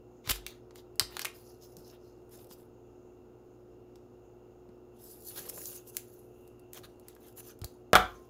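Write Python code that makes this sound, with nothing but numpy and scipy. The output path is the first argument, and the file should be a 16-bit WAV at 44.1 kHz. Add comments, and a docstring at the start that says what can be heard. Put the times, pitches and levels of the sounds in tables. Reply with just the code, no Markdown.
"""At a desk in a small room, a trading card is pushed into a soft sleeve, then into a rigid holder.
Stick-slip friction makes the film hiss, the card edge swish and the holder wall rasp; fingertips rub.
The plastic snaps and crinkles in pulses spread by bending waves, and hands bump the desk.
At the end something hard knocks twice and excites the desk's modes. Faint mains hum lies underneath."""
import sys
import numpy as np
from scipy import signal
from scipy.fft import rfft, irfft, next_fast_len
from scipy.io import wavfile
from scipy.ndimage import uniform_filter1d

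SR = 44100
rng = np.random.default_rng(int(sys.argv[2]) if len(sys.argv) > 2 else 0)


def log_audio(samples):
    """Write samples as a 16-bit WAV file to the path given in sys.argv[1]."""
    # one column per channel
    frames = np.atleast_2d(samples).T
    # limit to full scale, then quantise
    limited = np.clip(frames, -1, 1)
    pcm = np.round(limited * 32767).astype(np.int16)
    wavfile.write(sys.argv[1], SR, pcm)


N = 365677


def amp(db):
    """Amplitude ratio of a level in decibels."""
    return 10 ** (np.asarray(db) / 20)


def unit(x):
    """Normalisation to unit rms."""
    return x / np.sqrt(np.mean(x ** 2) + 1e-20)


def read(points, hz):
    """Interpolation on a logarithmic frequency axis."""
    f, value = np.transpose(points)
    return np.interp(np.log(hz + 1), np.log(f + 1), value)


def add(mix, s, sound):
    """Superposition: a sound joins the mix at time s."""
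    part = mix[round(s * SR):][:len(sound)]
    part += sound[:len(part)]


def bins(size):
    """Frequencies of the discrete Fourier transform of a real signal."""
    return np.fft.rfftfreq(size, 1 / SR)


def colour(x, points):
    """Zero-phase filtering by a spectral envelope."""
    size = next_fast_len(len(x))
    return irfft(rfft(x, size) * amp(read(points, bins(size))), size)[:len(x)]


def drift(rate):
    """Random modulation of unit rms, with rate new values a second."""
    knots = rng.standard_normal(20000)
    return unit(np.interp(np.arange(N) * rate / SR, np.arange(len(knots)), knots))


def stroke(peak_s, rise_s, fall_s, drop_db=-16):
    """Envelope of one movement: friction noise grows and fades with sliding speed."""
    t = np.arange(N) / SR - peak_s
    near = (t > -3 * rise_s) & (t < 3 * fall_s)
    away = np.maximum(-t[near] / rise_s, t[near] / fall_s)
    gain = np.zeros(N)
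    gain[near] = amp(drop_db * away ** 2.3)
    return gain


# Spectrum of the room air: f/Hz, relative level/dB
AIR_SPECTRUM = [(25, -10), (50, -5), (78, -8), (102, 5), (145, -7.5), (280, 2), (450, 1.5), (560, -5.5),
                (750, -6), (1120, -17), (1350, -15), (1700, -28.5), (3800, -34), (8300, -43.5),
                (15000, -35.5)]
# Mains and fan tones: f/Hz, rms level/dB
HUM_TONES = [(59.5, -68.5), (119.7, -66), (240, -69.5), (306.8, -73.5), (360.1, -58), (445, -68.5),
             (501, -72)]
# Electrical whine: f/Hz, bandwidth/Hz, rms level/dB
WHINE_BANDS = [(2750, 210, -84.5), (5200, 880, -93), (6670, 810, -85.5)]
# Swells added to the lowest band: peak t/s, rise/s, fall/s, level/dB re that band
WHINE_SWELLS = [(5.83, 0.51, .15, 9), (6.5, 0.17, 0.31, 2)]

def background(air_db=-59, hum_waver_db=.66, whine_waver_db=2):
    """Superposition of broadband air noise, wavering hum tones and narrow-band whine."""
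    t = np.arange(N) / SR
    out = amp(air_db) * unit(colour(rng.standard_normal(N), AIR_SPECTRUM))
    for hz, db in HUM_TONES:
        amplitude = np.sqrt(2) * amp(db + hum_waver_db * drift(4.8))
        out += amplitude * np.sin(2 * np.pi * hz * t + .27 * drift(3))
    swelling = 1 + sum(amp(db) * stroke(s, rise_s, fall_s) for s, rise_s, fall_s, db in WHINE_SWELLS)
    for (hz, width_hz, db), swell in zip(WHINE_BANDS, [swelling, 1, 1]):
        b, a = signal.iirpeak(hz, hz / width_hz, SR)
        whine = signal.lfilter(b, a, signal.lfilter(b, a, rng.standard_normal(N)))
        out += swell * amp(db + whine_waver_db * drift(11)) * unit(whine)
    return out


def wandering_contact(x, depth_db=3.5):
    """Spectral modulation: as the contact point wanders, narrow bands swell and fade."""
    spectra = signal.stft(x, SR, nperseg=512)[2]
    field = uniform_filter1d(rng.standard_normal(spectra.shape), size=7, axis=0)
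    field = unit(uniform_filter1d(field, size=8, axis=1))
    return signal.istft(spectra * amp(depth_db * field), SR, nperseg=512)[1][:len(x)]


def friction(spectrum, slips_per_s, spread_db, smooth, flutter_db):
    """Stick-slip friction: tiny uneven slips over smooth noise, modulated by a fluttering grip."""
    slips = (rng.random(N) < slips_per_s / SR) * rng.standard_normal(N)
    slips *= amp(spread_db * np.minimum(rng.exponential(1, N), 4))
    force = wandering_contact(unit(slips) + smooth * rng.standard_normal(N))
    return unit(colour(force * amp(flutter_db * drift(160)), spectrum))


def resonate(x, hz, width_hz=700):
    """Forced resonance of unit gain whose natural frequency follows the curve hz."""
    turn = np.exp(2j * np.pi * np.cumsum(hz) / SR)
    pole = np.exp(-np.pi * width_hz / SR)
    return 2 * (turn * signal.lfilter([1 - pole], [1, -pole], x / turn)).real


# Friction spectra of film, card edge and holder wall: f/Hz, relative level/dB
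FILM_HISS = [(1500, -39.5), (5000, -14), (7200, -6.5), (8400, -11), (9600, -4), (11700, 1.5), (13500, -5),
             (15200, 0.5), (16000, -10.5)]
EDGE_SWISH = [(1500, -33), (3200, -15), (4300, 2), (5200, 1.5), (6800, 3), (8300, -13.5), (13000, -22.5)]
WALL_RASP = [(100, -10.5), (400, 1.5), (900, 3.5), (1700, 2), (2200, -3.5), (2700, 1), (3700, 1.5),
             (4600, -6.5), (9000, -26)]
# Ringing pitch of the rubbed edge (rises in the sleeve, dips at the scrape, then jumps higher): t/s, f/Hz
EDGE_RESONANCE = [(.3, 3550), (1.1, 4150), (1.5, 5223), (5.2, 4950), (5.39, 3550), (5.55, 6825),
                  (7.5, 6400)]
# The long slide into the holder: t/s, hiss level/dB, rasp level/dB
LONG_SLIDE = [(4.93, -87, -89), (5.01, -58.5, -74.5), (5.12, -51.5, -75), (5.155, -62.5, -70),
              (5.22, -57.5, -89), (5.29, -45.5, -61.5), (5.335, -54, -68), (5.385, -44, -46),
              (5.42, -48, -57.5), (5.47, -51.5, -56), (5.52, -59, -69), (5.55, -46.5, -64),
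              (5.64, -48.5, -70), (5.7, -46.5, -62), (5.775, -46.5, -63), (5.82, -73, -71)]
# Short strokes: peak t/s, rise/s, fall/s, hiss level/dB, swish level/dB, rasp level/dB
SHORT_STROKES = [ (.275, 0.03, 0.016, -60, -50.5, -51.5), (0.299, .014, 0.025, -40, -35, -36),
                 (0.357, 0.026, 0.029, -54, -53, -66), (.482, 0.017, 0.041, -61, -57.5, -76),
                 (.51, .09, .08, -74, -69, -63), (.782, 0.032, 0.038, -63, -63, -64),
                 (1.004, 0.0067, 0.03, -48.5, -68.5, -40), (1.14, 0.055, 0.12, -60.5, -66, -56),
                 (1.22, 0.023, 0.017, -55, -46, -51.5), (1.36, 0.033, 0.11, -62, -70.5, -71),
                 (1.485, 0.045, 0.083, -67, -64.5, -79.5), (1.635, 0.033, 0.035, -66, -61.5, -68),
                 (1.72, .2, 0.059, -69.5, -77, -86), (1.79, 0.016, 0.045, -64, -73, -81),
                 (1.875, 0.05, 0.057, -65.5, -65, -75), (1.935, 0.049, 0.039, -71.5, -77.5, -67),
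                 (2.05, 0.059, 0.14, -80, -75, -90.5), (2.338, 0.033, 0.12, -58, -69, -67.5),
                 (2.525, 0.033, 0.023, -56, -59, -69), (2.572, .06, 0.097, -69, -81, -78),
                 (5.388, 0.027, 0.015, -39.5, -51, -55), (5.496, 0.0092, .012, -44, -53.5, -60),
                 (5.894, 0.036, 0.018, -51, -66, -72), (5.96, 0.03, .05, -55.5, -72, -69),
                 (6.08, 0.49, 0.23, -65.5, -78.5, -79.5), (6.39, .1, 0.22, -74, -88.5, -85.5),
                 (6.776, 0.042, 0.025, -53.5, -59.5, -56), (6.842, 0.013, 0.026, -58, -66, -55.5),
                 (7.11, 0.11, 0.081, -76, -78, -73.5), (7.27, 0.072, 0.052, -59.5, -73.5, -66),
                 (7.4, 0.037, 0.014, -49, -60.5, -61), (7.492, 0.072, 0.044, -55.5, -61.5, -61.5),
                 (7.69, 0.033, 0.12, -70.5, -78, -82.5), (8.0, 0.08, 0.31, -68, -70, -69)]

def card_rubbing(edge_ring_db=5, wall_ring_db=-1, swish_re_hiss_db=-13.5):
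    """Sliding friction of card on film and holder; the movements are incoherent, so their powers add."""
    t = np.arange(N) / SR
    edge_hz = np.interp(t, *np.transpose(EDGE_RESONANCE))
    hiss = friction(FILM_HISS, slips_per_s=5600, spread_db=3.8, smooth=1, flutter_db=2.1)
    swish = friction(EDGE_SWISH, slips_per_s=3000, spread_db=3, smooth=.31, flutter_db=1.1)
    swish = unit(swish + amp(edge_ring_db) * resonate(swish, edge_hz))
    rasp = friction(WALL_RASP, slips_per_s=1100, spread_db=2.5, smooth=1, flutter_db=2.1)
    rasp = unit(rasp + amp(wall_ring_db) * resonate(rasp, edge_hz))
    s, film_db, wall_db = np.transpose(LONG_SLIDE)
    sliding = (t > s[0]) & (t < s[-1])
    slide_levels = (film_db, film_db + swish_re_hiss_db, wall_db)
    power = np.array([sliding * amp(np.interp(t, s, db)) ** 2 for db in slide_levels])
    for peak_s, rise_s, fall_s, *levels in SHORT_STROKES:
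        power += np.outer(amp(levels) ** 2, stroke(peak_s, rise_s, fall_s) ** 2)
    return (np.sqrt(power) * [hiss, swish, rasp]).sum(0)


# Nudges of the desk: t/s, level/dB before the low cut, f/Hz, T60/s
HAND_BUMPS = [(0.2745, -34.5, 117, 0.075), (0.3, -34.5, 49, 0.49), (0.305, -28.5, 90, 0.045),
              (1.012, -33, 101, 0.052), (1.0300, -47, 55.2, .42), (1.774, -47, 150, 0.052),
              (2.51, -47, 198, 0.032), (4.689, -46, 191.3, 0.041), (7.618, -30.5, 99, 0.082),
              (7.645, -26.5, 75, 0.034), (7.9500, -30, 52, 0.45)]

def hand_bumps(low_cut_hz=45):
    """Damped free vibration: each nudge of a hand sets the desk swinging at one low frequency."""
    t, out = np.arange(SR // 2) / SR, np.zeros(N)
    for s, db, hz, t60 in HAND_BUMPS:
        add(out, s, -amp(db - 60 * t / t60) * np.sin(2 * np.pi * hz * t))
    return signal.lfilter(*signal.butter(2, low_cut_hz, "high", fs=SR), out)


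def causal_pulse(gain_db):
    """Minimum phase: the sharpest causal pulse with a given spectrum."""
    cepstrum = irfft(np.log(amp(np.maximum(gain_db, -100))))
    half = len(cepstrum) // 2
    cepstrum[1:half] *= 2
    cepstrum[half + 1:] = 0
    return irfft(np.exp(rfft(cepstrum)))


def burst(t60, size=8192):
    """Exponential decay of a dense vibration of unit energy."""
    t = np.arange(size) / SR
    x = rng.standard_normal(size) * amp(-60 * t / t60) * (1 - np.exp(-t / .0005))
    return x / np.linalg.norm(x)


def disperse(pulse, travel_s):
    """Dispersion: low bending waves travel more slowly; travel_s is the group delay at 4 kHz."""
    size = 2 * len(pulse)
    phase = 4 * np.pi * travel_s * np.sqrt(4000 * bins(size))
    return irfft(rfft(pulse, size) * np.exp(-1j * phase))[:len(pulse)]


# Snaps of stiff plastic: t/s, relative level/dB, tilt/(dB per octave), ring f/Hz, ring height/dB
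PLASTIC_SNAPS = [ (.2750, -17.5, -3, 3460, 8), (.2930, -21, -4, 4000, 18), (.2960, -14, 1.5, 3300, 21.5),
                 (0.2983, -15, 7.5, 2900, 18.5), (0.313, -6.5, 2, 2300, 13), (0.3162, -16, 4, 2900, 21),
                 (0.359, -18.5, -2, 2020, -12), (0.4651, -22.5, 4.5, 2540, 24.5),
                 (0.7086, -39, -6.5, 5900, 12), (0.7579, -27, -0.5, 2360, 6), (0.9964, -2, 3.5, 4205, 15.5),
                 (1.1680, -10.5, -3, 3360, 5), (1.1941, -11, 0.5, 2680, 11.5), (1.217, -14, 0.5, 2830, 6),
                 (1.2481, -14.5, -4.5, 10800, 14), (1.2528, -15.5, 3.5, 2870, 20),
                 (1.256, -21, 3, 2230, 23), (1.2682, -19.5, -5.5, 2400, -8), (1.7682, -35.5, 5, 5600, 12),
                 (2.5113, -29.5, -4, 4800, 2), (3.9571, -38.5, -1, 5250, 9), (4.69, -46, -4, 4530, 2.5),
                 (5.4978, -19.5, 6, 9000, -3), (5.577, -35, -12.5, 1080, 2.5),
                 (5.6564, -33, 7.5, 6560, 19.5), (5.9684, -9.5, 4.5, 3580, 3.5),
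                 (6.7332, -24, 4.5, 8030, 2), (7.1647, -43.5, -3.5, 1790, 18.5),
                 (7.6163, -27, -0.5, 4280, 7), (7.6391, -35.5, -13, 4950, -1),
                 (7.6443, -24.5, 6.5, 4450, 15)]
# Crinkles of thin film: t/s, relative level/dB
FILM_CRINKLES = [(.3084, -7), (.9570, -41.5), (2.294, -49), (2.4444, -40), (2.4697, -45), (5.6172, -26),
                 (6.4767, -41.5), (6.5955, -44), (6.746, -32.5), (6.9973, -41.5), (7.0842, -27.5),
                 (7.1510, -40.5), (7.2840, -38), (7.3260, -45.5), (7.5905, -41.5)]

def snaps_and_crinkles(relative_bandwidth=.33, shiver_db=-7, shiver_t60=.026):
    """Impulse response of a sheet: a pulse with one broad resonance disperses, reflects and dies away."""
    hz, out = bins(1024) + 1, np.zeros(N)
    crinkles = [(s, db, 2.5, 11900, 6) for s, db in FILM_CRINKLES]  # all share one bright tilt and ring
    radiation = hz ** 2 / (hz ** 2 + 450 ** 2)  # a small sheet radiates little bass
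    for s, db, tilt_db, ring_hz, ring_db in PLASTIC_SNAPS + crinkles:
        slope_db = tilt_db * np.log2(np.maximum(hz, 800) / 4000)
        detuning = 2 * (hz - ring_hz) / (relative_bandwidth * ring_hz)
        ring = 1 + (amp(ring_db) ** 2 - 1) / (1 + detuning ** 2)
        cutoff_hz = 11400 * 2 ** (-db / 13)  # a harder snap bends more of the sheet and takes longer
        rolloff = 1 / (1 + (hz / cutoff_hz) ** 12)
        pulse = causal_pulse(db + slope_db + 10 * np.log10(ring * radiation * rolloff))
        sheet = amp(shiver_db - .15 * db) * burst(shiver_t60)  # light ticks are more smeared
        sheet[0] = 1
        round_trip_s = rng.uniform(.0002, .0005)  # between the sheet's edges
        for trip in (1, 2):
            sheet[round(trip * round_trip_s * SR)] += (-.55) ** trip
        add(out, s, signal.fftconvolve(disperse(pulse, travel_s=.0003), sheet / np.linalg.norm(sheet)))
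    return out


# Fingertip drags on the holder: peak t/s, rise/s, fall/s, level/dB
FINGER_DRAGS = [(1.785, .04, 0.1, -57), (2.45, 0.6, .16, -67), (5.48, 0.17, 0.3, -55.5),
                (6.79, .06, 0.29, -59.5)]
# Friction spectrum of skin: f/Hz, relative level/dB
SKIN_SPECTRUM = [(80, -15), (180, -2.5), (300, -8.5), (450, 1.5), (700, -8.5), (1100, -20.5), (2200, -33)]

def finger_rubbing():
    """Stick-slip friction of skin on plastic: a dull, low rub."""
    drag = sum(amp(db) * stroke(s, rise_s, fall_s) for s, rise_s, fall_s, db in FINGER_DRAGS)
    return drag * friction(SKIN_SPECTRUM, slips_per_s=750, spread_db=2.1, smooth=.99, flutter_db=.5)


# Hard impacts: t/s, relative level/dB, contact cutoff f/Hz, rattle gain/dB
DESK_KNOCKS = [(7.9323, 24, 822, -2), (7.9539, 19.5, 1894, 4.5), (7.9637, 1.5, 1820, 6.5)]
# Spectra of the blow and its rattle: f/Hz, relative level/dB
BLOW_SPECTRUM = [(60, -25), (250, -8.5), (600, -0.5), (950, -4.5), (1350, 0.5), (2200, -2.5), (3400, -9.5),
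                 (5500, -3.5), (9000, -7), (12500, 1.5), (16000, -21)]
RATTLE_SPECTRUM = [(80, -7.5), (250, -14), (650, -1), (950, -1), (1350, 8.5), (2100, -2.5), (2650, -11),
                   (3250, -0.5), (4200, -7), (5500, -15), (9000, -11), (15000, -2.5)]
# Modes of the struck desk and holder: f/Hz, relative level/dB, T60/s
DESK_MODES = [(90, -7.5, 0.21), (191, -11.5, 0.27), (450, -9.5, 0.19), (597, -26.5, 0.28), (740, 7, 0.21),
              (945, -13, 0.24), (1049, -19.5, 0.9), (1320, 4, 0.07), (1450, -19, .15), (1683, -5.5, 0.13),
              (2080, 3.5, 0.089), (2373, -15.5, 0.038), (2910, 3.5, 0.072), (3360, 3.5, .12)]

def desk_knocks(rattle_t60=.077, modes_db=-50, low_cut_hz=70):
    """Impact excitation: a blow, a dense rattle and decaying modes, low-passed by the contact time."""
    t, out = np.arange(SR // 2) / SR, np.zeros(N)
    blow = disperse(causal_pulse(read(BLOW_SPECTRUM, bins(2048))), travel_s=.00005)
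    rattle_pulse = causal_pulse(read(RATTLE_SPECTRUM, bins(2048)))
    for s, db, cutoff_hz, rattle_db in DESK_KNOCKS:
        body = amp(modes_db) * sum(amp(level - 60 * t / t60) * np.sin(2 * np.pi * (hz * t + rng.random()))
                                   for hz, level, t60 in DESK_MODES)
        add(body, 0, -blow)
        add(body, 0, amp(rattle_db) * signal.fftconvolve(burst(rattle_t60), rattle_pulse))
        add(out, s, amp(db) * signal.lfilter(*signal.butter(1, cutoff_hz, fs=SR), body))
    return signal.lfilter(*signal.butter(2, low_cut_hz, "high", fs=SR), out)


# Reflections from the desk and nearby boxes: delay t/s, level/dB re the direct sound
EARLY_REFLECTIONS = [(.0024, -29), (.0048, -15.5), (.0146, -23)]
# Reverberation time of the room: f/Hz, T60/s
REVERB_TIMES = [(100, .42), (300, .3), (1400, .29), (3700, .27), (8000, .22), (15000, .17)]

def room(x, wet_db, rise_s):
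    """Reverberation: early reflections, then a diffuse tail whose treble dies first."""
    hz, t, spectra = signal.stft(rng.standard_normal(SR // 2), SR, nperseg=256)
    decay = amp(-60 * t / read(REVERB_TIMES, hz)[:, None])
    tail = signal.istft(spectra * decay, SR, nperseg=256)[1]
    tail *= 1 - np.exp(-(np.arange(len(tail)) / SR / rise_s) ** 2)
    response = amp(wet_db) * tail / np.linalg.norm(tail)
    response[0] = 1
    for s, db in EARLY_REFLECTIONS:
        add(response, s, amp(db) * np.array([.25, .5, .25]))
    return signal.fftconvolve(x, response)[:N]


def scene():
    """Superposition of handling, knocks and room sound, alike in both channels."""
    snaps = room(snaps_and_crinkles(), wet_db=-11.5, rise_s=.005)
    rubs = room(card_rubbing(), wet_db=-15, rise_s=.0064) + finger_rubbing()
    knocks = room(desk_knocks(), wet_db=-14.5, rise_s=.025)
    mix = snaps + rubs + knocks + hand_bumps() + background()
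    return np.array([mix, mix])


# Treble imbalance of the channels: f/Hz, side-to-mid ratio (positive leans left)
TREBLE_LEAN = [(2800, 0), (4500, 0.22), (6000, -.3), (7200, 0), (8500, .27), (10500, .14), (12000, -.02),
               (15000, -.12)]

def record(dry, band_limit_hz=15700):
    """Mid-side stereo: the treble leans left or right, then the pair is clipped and band-limited."""
    side = irfft(rfft(dry[0]) * read(TREBLE_LEAN, bins(N)), N)
    pair = dry + np.array([side, -side])
    low_pass = signal.firwin(255, band_limit_hz, window=("kaiser", 9), fs=SR)
    return signal.oaconvolve(np.clip(pair, -1, 1), low_pass[None], "same")


dry = scene()
out = record(dry)
log_audio(out)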